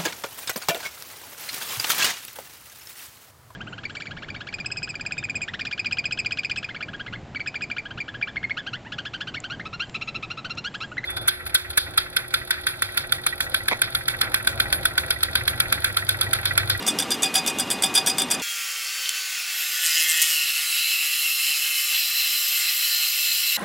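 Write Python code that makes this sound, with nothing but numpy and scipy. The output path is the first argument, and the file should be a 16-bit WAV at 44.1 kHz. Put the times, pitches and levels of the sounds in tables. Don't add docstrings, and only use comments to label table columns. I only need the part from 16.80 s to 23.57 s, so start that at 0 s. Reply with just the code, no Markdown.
import sys
import numpy as np
from scipy import signal
from scipy.io import wavfile
from scipy.ndimage import uniform_filter1d, map_coordinates

SR = 44100
rng = np.random.default_rng(int(sys.argv[2]) if len(sys.argv) > 2 else 0)


def int16_out(signal):
    q = np.round(np.clip(np.atleast_2d(signal).T, -1, 1) * 32767)
    wavfile.write(sys.argv[1], SR, q.astype(np.int16))


N = 298557
FAST_START_S = 1.619

# frequency in Hz, relative density in dB per Hz.
MOTOR_SPECTRUM = [(15, -64), (25, -23.5), (240, 8), (378, 5), (762, -1), (1950, -3.5), (3090, -5.5),
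                  (3530, -4), (4040, -8.5), (4870, -14), (5430, -13.5), (7910, -16), (11200, -20.5),
                  (13900, -24), (15500, -39)]
MOTOR_LEVEL_DB = -32
HOUSING_HZ = [258, 770, 937, 1170, 2812]
# width in Hz, lift in dB.
HOUSING_WIDTH_LIFT = [(49.7, 3), (40, 8.5), (25, 11), (59.6, 6.5), (25, 19)]

# time in seconds, turns per second.
SHAFT_RATE = [(1.62, 194), (1.85, 187), (2.05, 183), (2.3, 180), (2.55, 177.5), (2.9, 175), (3.35, 172),
              (3.7, 168.5), (4.4, 166), (5.1, 163.5), (6, 162), (6.77, 161.5)]
# time in seconds, turns per second.
PLATE_RATE = [(2.75, 165.3), (3.07, 161.7), (3.54, 160.4), (3.56, 155), (3.9, 155.3), (4.0, 154),
              (4.4, 152.5), (4.8, 151.5), (5.05, 150), (5.4, 148.7), (6.77, 148)]
GEAR_ORDERS = [2.85, 4, 5.7, 6.35, 7.3, 8, 8.5, 12, 17, 22, 23, 25, 28]
# level in dB, loudest time in seconds, time to fall 6 dB in seconds.
GEARS = [(-67, 2.05, 1), (-65.5, 3.07, 0.56), (-63, 2.1, .3), (-59, 1.9, 0.48), (-40.5, 1.22, 0.61),
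         (-51.5, 1.6, 3.1), (-45.5, 2.93, 1.15), (-47, 1.75, 0.41), (-42.5, 1.7, 0.81), (-43, 1.52, 0.23),
         (-46, 2.8, 0.91), (-39, 2.34, 0.34), (-42, 7.1, 1.9)]
STEADY_HZ = [1114, 1200, 1427]
# level in dB, loudest time in seconds, time to fall 6 dB in seconds.
STEADY_TONES = [(-61.5, 4.1, 6.8), (-56, 9.8, 15), (-48.5, 8.7, 3.6)]
SQUEAL_ORDERS = [11, 12, 13, 16, 17, 31]
# level in dB, loudest time in seconds, time to fall 6 dB in seconds.
SQUEALS = [(-39, 3.25, .2), (-46, 3.3, .2), (-38, 3.3, .22), (-36, 3.3, .25), (-39, 3.25, .2),
           (-36, 3.14, .06)]

# start in seconds, level in dB, centre in Hz, hold end in seconds after
# the start, loss about one octave off in dB.
KNOCKS = [(2.257, -24.5, 3350, 0.0052, 78), (2.291, -20.5, 3400, 0.0016, 25),
          (2.2914, -18.5, 8100, .002, 10), (3.416, -15, 8300, 0.012, 7)]
# time in seconds, level in dB.
SNAG_LEVEL = [(2.95, -45), (3.07, -23.5), (3.11, -30.5), (3.245, -22.5), (3.265, -54), (3.29, -21.5),
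              (3.34, -28), (3.51, -27.5), (3.7, -43), (3.81, -32), (3.87, -42), (6.77, -38)]
SNAG_CONTACT_S = 3.0695

# time in seconds, entry click in dB, scrape crest in seconds after
# that time, crest in dB, treble share in dB, scrape t60 in seconds, exit click in dB.
BITES = [(0.066, -17.5, .017, -11, -4, 0.087, -30), (0.1882, -15.5, .013, -13.5, -3.5, 0.052, -16.5),
         (0.3068, -16, 0.013, -15.5, -0.5, 0.054, -18.5), (0.423, -17.5, 0.012, -12, -2.5, 0.1, -22),
         (0.542, -16.5, 0.017, -10.5, -2.5, .11, -21), (0.6638, -18, 0.017, -14, 0, 0.053, -18.5),
         (0.787, -18.5, 0.015, -14.5, -2.5, 0.065, -29), (0.9035, -17, 0.012, -14.5, -2.5, 0.087, -34),
         (1.024, -15.5, 0.016, -9.5, -6, 0.1, -18), (1.1415, -19, 0.016, -9, -5, 0.11, -11),
         (1.263, -17.5, 0.013, -10.5, -3.5, 0.089, -12.5), (1.384, -11.5, .020, -15.5, -4, 0.078, -12),
         (1.504, -23, 0.0094, -15, 2.5, 0.093, -20)]
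CLICK_RISE_S, SWELL_AFTER_S, EXIT_AFTER_S = 0.00097, 0.0052, 0.0356
ENTRY_T60_S, ENTRY_TREBLE_DB = 0.026, 1.5
EXIT_T60_S, EXIT_TREBLE_DB = 0.046, -5.5
# first tap in seconds, treble share in dB,
# t60 in seconds.
JOINT_TAPS = [(0.0262, -11, 0.025), (0.0892, -23, 0.017)]
JOINT_ROUND_S = .1123
# time in seconds, peak in dB.
JOINT_STRENGTH = [
    [(.03, -19.5), (.14, -38), (.4, -37), (1.49, -27), (1.6, -20)],
    [(.6, -21), (.9, -20), (1.21, -20), (1.55, -20)],
]
PLATE_HZ = [770, 937, 1674, 2485, 2511, 2812, 2890, 3300, 3415, 3545, 4871, 4932, 5842, 6350, 7200, 8125,
            8800, 9205, 10130, 10800, 11610]
# relative level in dB, t60 in seconds.
PLATE_MODES = [(-19, 0.14), (-27.5, 0.26), (-21.5, 0.072), (-24, 0.45), (-25.5, 0.39), (-51, 0.26),
               (-37, 0.28), (-37, 0.019), (-11.5, 0.047), (-2.5, 0.035), (-6.5, 0.1), (-14.5, 0.13),
               (-9.5, 0.042), (-23, 0.012), (-11, 0.054), (-6, 0.062), (1.5, 0.011), (-2.5, 0.0074),
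               (-3.5, 0.012), (-1.5, 0.015), (-7.5, 0.011)]
# frequency in Hz, relative density in dB per Hz.
CHIP_SPECTRUM = [(500, -30), (1500, -53), (3500, -2), (6000, 18.5), (9000, 8.5), (12500, -35), (14500, -4),
                 (15500, -27)]

# time in seconds, level in dB, treble tilt in dB, share of the grain that
CUT = [(1.63, -25, -1, .2), (2.67, -23.5, -3, 0.24), (2.75, -23, -3, 0.4), (2.97, -24.5, -2, 0.4),
       (3.1, -22, -2, 0.7), (3.45, -21, -2, 0.86), (3.7, -26.5, 1, 0.41), (4.0, -24.5, 0, 0.51),
       (4.95, -25.5, 2, 0.38), (5.85, -25, 4, 0.2), (6.77, -25, 3, 0.29)]
# frequency in Hz, relative density in dB per Hz.
HISS_SPECTRUM = [(24, -81), (40, -50), (254, -44), (474, -28), (706, -29), (800, -26.5), (1030, -25),
                 (1160, -17), (1650, -11.5), (2650, -3.5), (3490, -4.5), (7380, -5.5), (8570, -11),
                 (10200, -6.5), (15600, -11)]
# start in seconds,
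# end in seconds.
STAGE_EDGES_S = [1.62, 2.68, 3.05, 3.52, 3.6, 5.08, 5.18, 6.77]
TREBLE_EARLY_S = .28
SLIDE_HZ = [790, 1850, 2100, 2660, 2980, 3270, 3700, 4090, 5000, 5330, 6600, 7350, 8150, 10600, 11850,
            12380, 13250, 13850, 12800]
# width in Hz, then mean lift in dB in each of the four stages.
SLIDE_LIFTS = [(64.8, 14, 7.8, 11.5, 13), (279, 4, 9.4, 3.5, 4), (140, 2.5, 6, 8, 6.5),
               (225, 4.5, 9.6, 15, 12.5), (136, -4.5, 8.1, 12.5, 10), (140, 0, 8.6, 3, 4.5),
               (100, -6, 1.1, 0, 1.5), (280, -6, 3, 12, 16), (303, 1, 6.7, 5.5, 8), (162, 3.5, 3.5, 6, 6.5),
               (540, 0.5, 1, -2.5, -7), (378, 3, 8.7, 4.5, 5), (185.19, -3, 15, 8.5, 6),
               (1590, -2, 1.6, 4, -2.5), (395, -10, 7.6, 9.5, 8), (248, 3, 5, 4, 12),
               (300, -10, 8.7, 4.5, 9.5), (200, -7, 5, 6, -3), (500, 0, 5.5, 2, 0.5)]
# time in seconds, swell in dB,
# half length (to 1/e) in seconds.
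CHATTER = [(3.685, 2.5, 0.025), (3.805, 4, 0.031), (4.742, 2.5, 0.043), (4.862, 3, 0.033),
           (5.155, 3, 0.054), (5.377, 2, 0.034), (5.884, 3, .04)]
SAME_PER_CHATTER_DB = 0.02
THROB_MAX_DB, THROB_LAG_TURNS = 2.5, .1

# frequency in Hz, side relative to mid in dB.
SIDE_SLOW = [(60, -17), (150, -32), (380, -15), (950, -31), (2380, -34), (5980, -11), (15000, -20)]
# frequency in Hz, side relative to mid in dB.
SIDE_FAST = [(60, -17), (150, -12), (380, -37), (950, -39), (2380, -78), (5980, -52), (15000, -28)]
EDGE_HZ = 15900


def amp(db):
    return 10 ** (np.asarray(db) / 20)


def unit(x):
    return x / np.sqrt(np.mean(x ** 2) + 1e-20)


def read(points, hz):
    f, value = np.transpose(points)
    return np.interp(np.log(hz + 1), np.log(f + 1), value)


def shaped(x, gain, size=512):
    overlap = size * 3 // 4
    hz, s, z = signal.stft(x, SR, nperseg=size, noverlap=overlap)
    return signal.istft(z * gain(hz[:, None], s), SR, nperseg=size, noverlap=overlap)[1][:len(x)]


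def patches(hz, s, bins, frames):
    field = rng.standard_normal((len(s), len(hz))).T
    return unit(uniform_filter1d(uniform_filter1d(field, bins, 0), frames, 1))


def drift(per_s):
    knots = rng.standard_normal(int(N / SR * 200) + 2)
    return unit(np.interp(np.arange(N) / SR * per_s, np.arange(len(knots)), knots))


def revolutions(rates):
    return np.cumsum(np.interp(np.arange(N) / SR, *np.transpose(rates))) / SR


def snag_turns():
    turns = revolutions(PLATE_RATE)
    return turns + 1 - turns[round(SNAG_CONTACT_S * SR)] % 1


def grain(turns, memory):
    fresh = rng.standard_normal((int(turns[-1]) + 2, 280))
    surface = unit(signal.lfilter([1], [1, -memory], fresh, axis=0))
    surface = signal.resample(surface, 2240, axis=1)
    return map_coordinates(surface, [turns // 1, turns % 1 * 2239], order=1)


def motor():
    def colour(hz, s):
        lift_db = sum(db / (1 + (2 * (hz - f) / width) ** 2)
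                      for f, (width, db) in zip(HOUSING_HZ, HOUSING_WIDTH_LIFT))
        return amp(read(MOTOR_SPECTRUM, hz) + lift_db + patches(hz, s, bins=9, frames=5))
    return amp(MOTOR_LEVEL_DB) * unit(shaped(rng.standard_normal(N), colour, size=2048))


def whines():
    t = np.arange(N) / SR
    shaft, plate = revolutions(SHAFT_RATE), revolutions(PLATE_RATE)
    cycles = [k * shaft for k in GEAR_ORDERS]
    cycles += [hz * t for hz in STEADY_HZ]
    cycles += [k * plate for k in SQUEAL_ORDERS]
    out = np.zeros(N)
    for c, (db, loudest_s, fade_s) in zip(cycles, GEARS + STEADY_TONES + SQUEALS):
        level_db = db - 6 * ((t - loudest_s) / fade_s) ** 2 + 2.5 * drift(10)
        phase_cycles = c + rng.random() + 0.09 * drift(25)
        out += amp(level_db) * np.sqrt(2) * np.sin(2 * np.pi * phase_cycles)
    return out


def knocks():
    out = np.zeros(N)
    t = np.arange(1000) / SR
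    for s, db, hz, hold_s, octave_db in KNOCKS:
        def band(f, _):
            return amp(-octave_db * np.log2((f + 50) / hz) ** 2)
        burst = unit(shaped(rng.standard_normal(1000), band, size=256))
        attack = np.clip(t / 0.0011, 0, 1)
        decay = amp(-np.maximum(t - hold_s, 0) * 4400)
        out[round(s * SR):][:1000] += amp(db) * burst * attack * decay
    return out


def ticks():
    turns = snag_turns()
    force = amp(1.9 * rng.standard_normal(int(turns[-1]) + 1))[turns.astype(int)]
    decay = amp(-(turns % 1) * 45)
    flick = unit(grain(turns, memory=.7) * force * decay)

    def colour(hz, s):
        return amp(-13.0 * np.log2((hz + 50) / 7400) ** 2 + 2.5 * patches(hz, s, bins=6, frames=30))
    flick = unit(shaped(flick, colour, size=128))
    return amp(np.interp(np.arange(N) / SR, *np.transpose(SNAG_LEVEL))) * flick


def contacts():
    rows = []
    for s, entry_db, crest_s, crest_db, treble_db, t60_s, exit_db in BITES:
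        rows += [(s, CLICK_RISE_S, entry_db, ENTRY_TREBLE_DB, ENTRY_T60_S),
                 (s + SWELL_AFTER_S, crest_s - SWELL_AFTER_S, crest_db, treble_db, t60_s),
                 (s + EXIT_AFTER_S, CLICK_RISE_S, exit_db, EXIT_TREBLE_DB, EXIT_T60_S)]
    for (first_s, treble_db, t60_s), strength in zip(JOINT_TAPS, JOINT_STRENGTH):
        rows += [(s, CLICK_RISE_S, np.interp(s, *np.transpose(strength)), treble_db, t60_s)
                 for s in np.arange(first_s, FAST_START_S, JOINT_ROUND_S)]
    return rows


def scrapes():
    n, t = int(FAST_START_S * SR), np.arange(6000) / SR
    low, high = np.zeros(n + 6000), np.zeros(n + 6000)
    for s, rise_s, db, treble_db, t60_s in contacts():
        attack = np.sin(np.pi / 2 * np.clip(t / rise_s, 0, 1)) ** 2
        shape = attack * amp(db - 60 * np.maximum(t - rise_s, 0) / t60_s)
        at = round((s - .0015) * SR)
        low[at:at + 6000] += shape
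        high[at:at + 6000] += shape * amp(treble_db)
    low, high = low[:n], high[:n]
    grain_db = 1.6 * np.repeat(rng.exponential(1, n // 12 + 1), 12)[:n]
    grit = unit(rng.standard_normal(n) * amp(grain_db))

    t, ringing = np.arange(SR // 2) / SR, np.zeros(n)
    for hz, (db, t60_s) in zip(PLATE_HZ, PLATE_MODES):
        if hz > 5400:
            envelope = high
        elif hz > 4400:
            envelope = np.sqrt(low * high)
        else:
            envelope = low
        force = grit * envelope * amp(2.0 * drift(120)[:n])
        mode = amp(db - 60 * t / t60_s) * np.sin(2 * np.pi * hz * t)
        ringing += signal.oaconvolve(force, mode)[:n]

    def chip_colour(hz, s):
        return amp(read(CHIP_SPECTRUM, hz) + 7.5 * patches(hz, s, bins=6, frames=5))
    crackle = unit(shaped(grit, chip_colour, size=256)) * (high + 0.12 * low)
    highpass = signal.butter(4, 600, "high", fs=SR, output="sos")
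    both = signal.sosfilt(highpass, amp(-25) * ringing + amp(-10.5) * crackle)
    return np.pad(both, (0, N - n))


def stage_edges(hz):
    first_cut_start = np.arange(len(STAGE_EDGES_S)) == 2
    return np.array(STAGE_EDGES_S) - TREBLE_EARLY_S * (hz > 9000) * first_cut_start


def cut():
    t = np.arange(N) / SR
    s, level_db, tilt_db, same = np.transpose(CUT)
    chatter_db = sum(db * np.exp(-((t - at) / half_s) ** 2) for at, db, half_s in CHATTER)
    same = np.clip(np.interp(t, s, same) + SAME_PER_CHATTER_DB * chatter_db, 0, .9)
    cutting = np.clip((t - 2.65) / 1.1, 0, 1)
    shaft_share = 1 - 0.86 * cutting
    plate_grain = grain(revolutions(PLATE_RATE), memory=.97)
    shaft_grain = grain(revolutions(SHAFT_RATE), memory=0.95)
    repeats = np.sqrt(1 - shaft_share) * plate_grain + np.sqrt(shaft_share) * shaft_grain

    split = signal.firwin(401, 1600, fs=SR)
    noise = rng.standard_normal(N)
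    upper = np.sqrt(same) * repeats + (np.sqrt(1 - same) - 1) * noise
    drive = noise + upper - signal.oaconvolve(upper, split, "same")

    def colour(hz, at):
        step = np.minimum(at * SR, N - 1).astype(int)
        lift_db = 0
        for f, (width, *stage_db) in zip(SLIDE_HZ, SLIDE_LIFTS):
            peak_db = np.interp(at, stage_edges(f), np.repeat(stage_db, 2)) * (1 + .1 * drift(22)[step])
            centre_hz = f * (1 + .004 * drift(4)[step])
            lift_db = lift_db + peak_db / (1 + (2 * (hz - centre_hz) / width) ** 2)
        treble = np.clip((hz - 4500) / 2000, 0, 1)
        tilt = (np.interp(at, s, tilt_db) - chatter_db[step]) * treble
        return amp(read(HISS_SPECTRUM, hz) + lift_db + tilt + 1.2 * patches(hz, at, bins=12, frames=10))
    hiss = unit(shaped(drive, colour, size=1024))
    throb = np.cos(2 * np.pi * (snag_turns() - THROB_LAG_TURNS))
    throb_db = THROB_MAX_DB * cutting * same ** 2 * throb
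    return amp(np.interp(t, s, level_db) + throb_db + chatter_db + 0.5 * drift(30)) * hiss


def scene():
    fast = np.clip((np.arange(N) / SR - FAST_START_S) / 0.00092, 0, 1)
    slow_part = motor() + scrapes()
    fast_part = whines() + knocks() + ticks() + cut()
    mid = (1 - fast) * slow_part + fast * fast_part

    def side_gain(hz, s):
        side_db = np.where(s < FAST_START_S, read(SIDE_SLOW, hz), read(SIDE_FAST, hz))
        random_phase = np.exp(2j * np.pi * rng.random((len(s), len(hz))).T)
        return amp(side_db + 5.4 * patches(hz, s, bins=5, frames=30)) * random_phase
    side = shaped(mid, side_gain, size=256)
    return np.array([mid + side, mid - side])


def record(dry):
    rounded = dry / (1 + (dry / .7) ** 4) ** (1 / 4)
    lowpass = signal.firwin(511, EDGE_HZ, window=("kaiser", 9), fs=SR)
    return signal.oaconvolve(rounded, lowpass[None], "same")


dry = scene()
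out = record(dry)
int16_out(out)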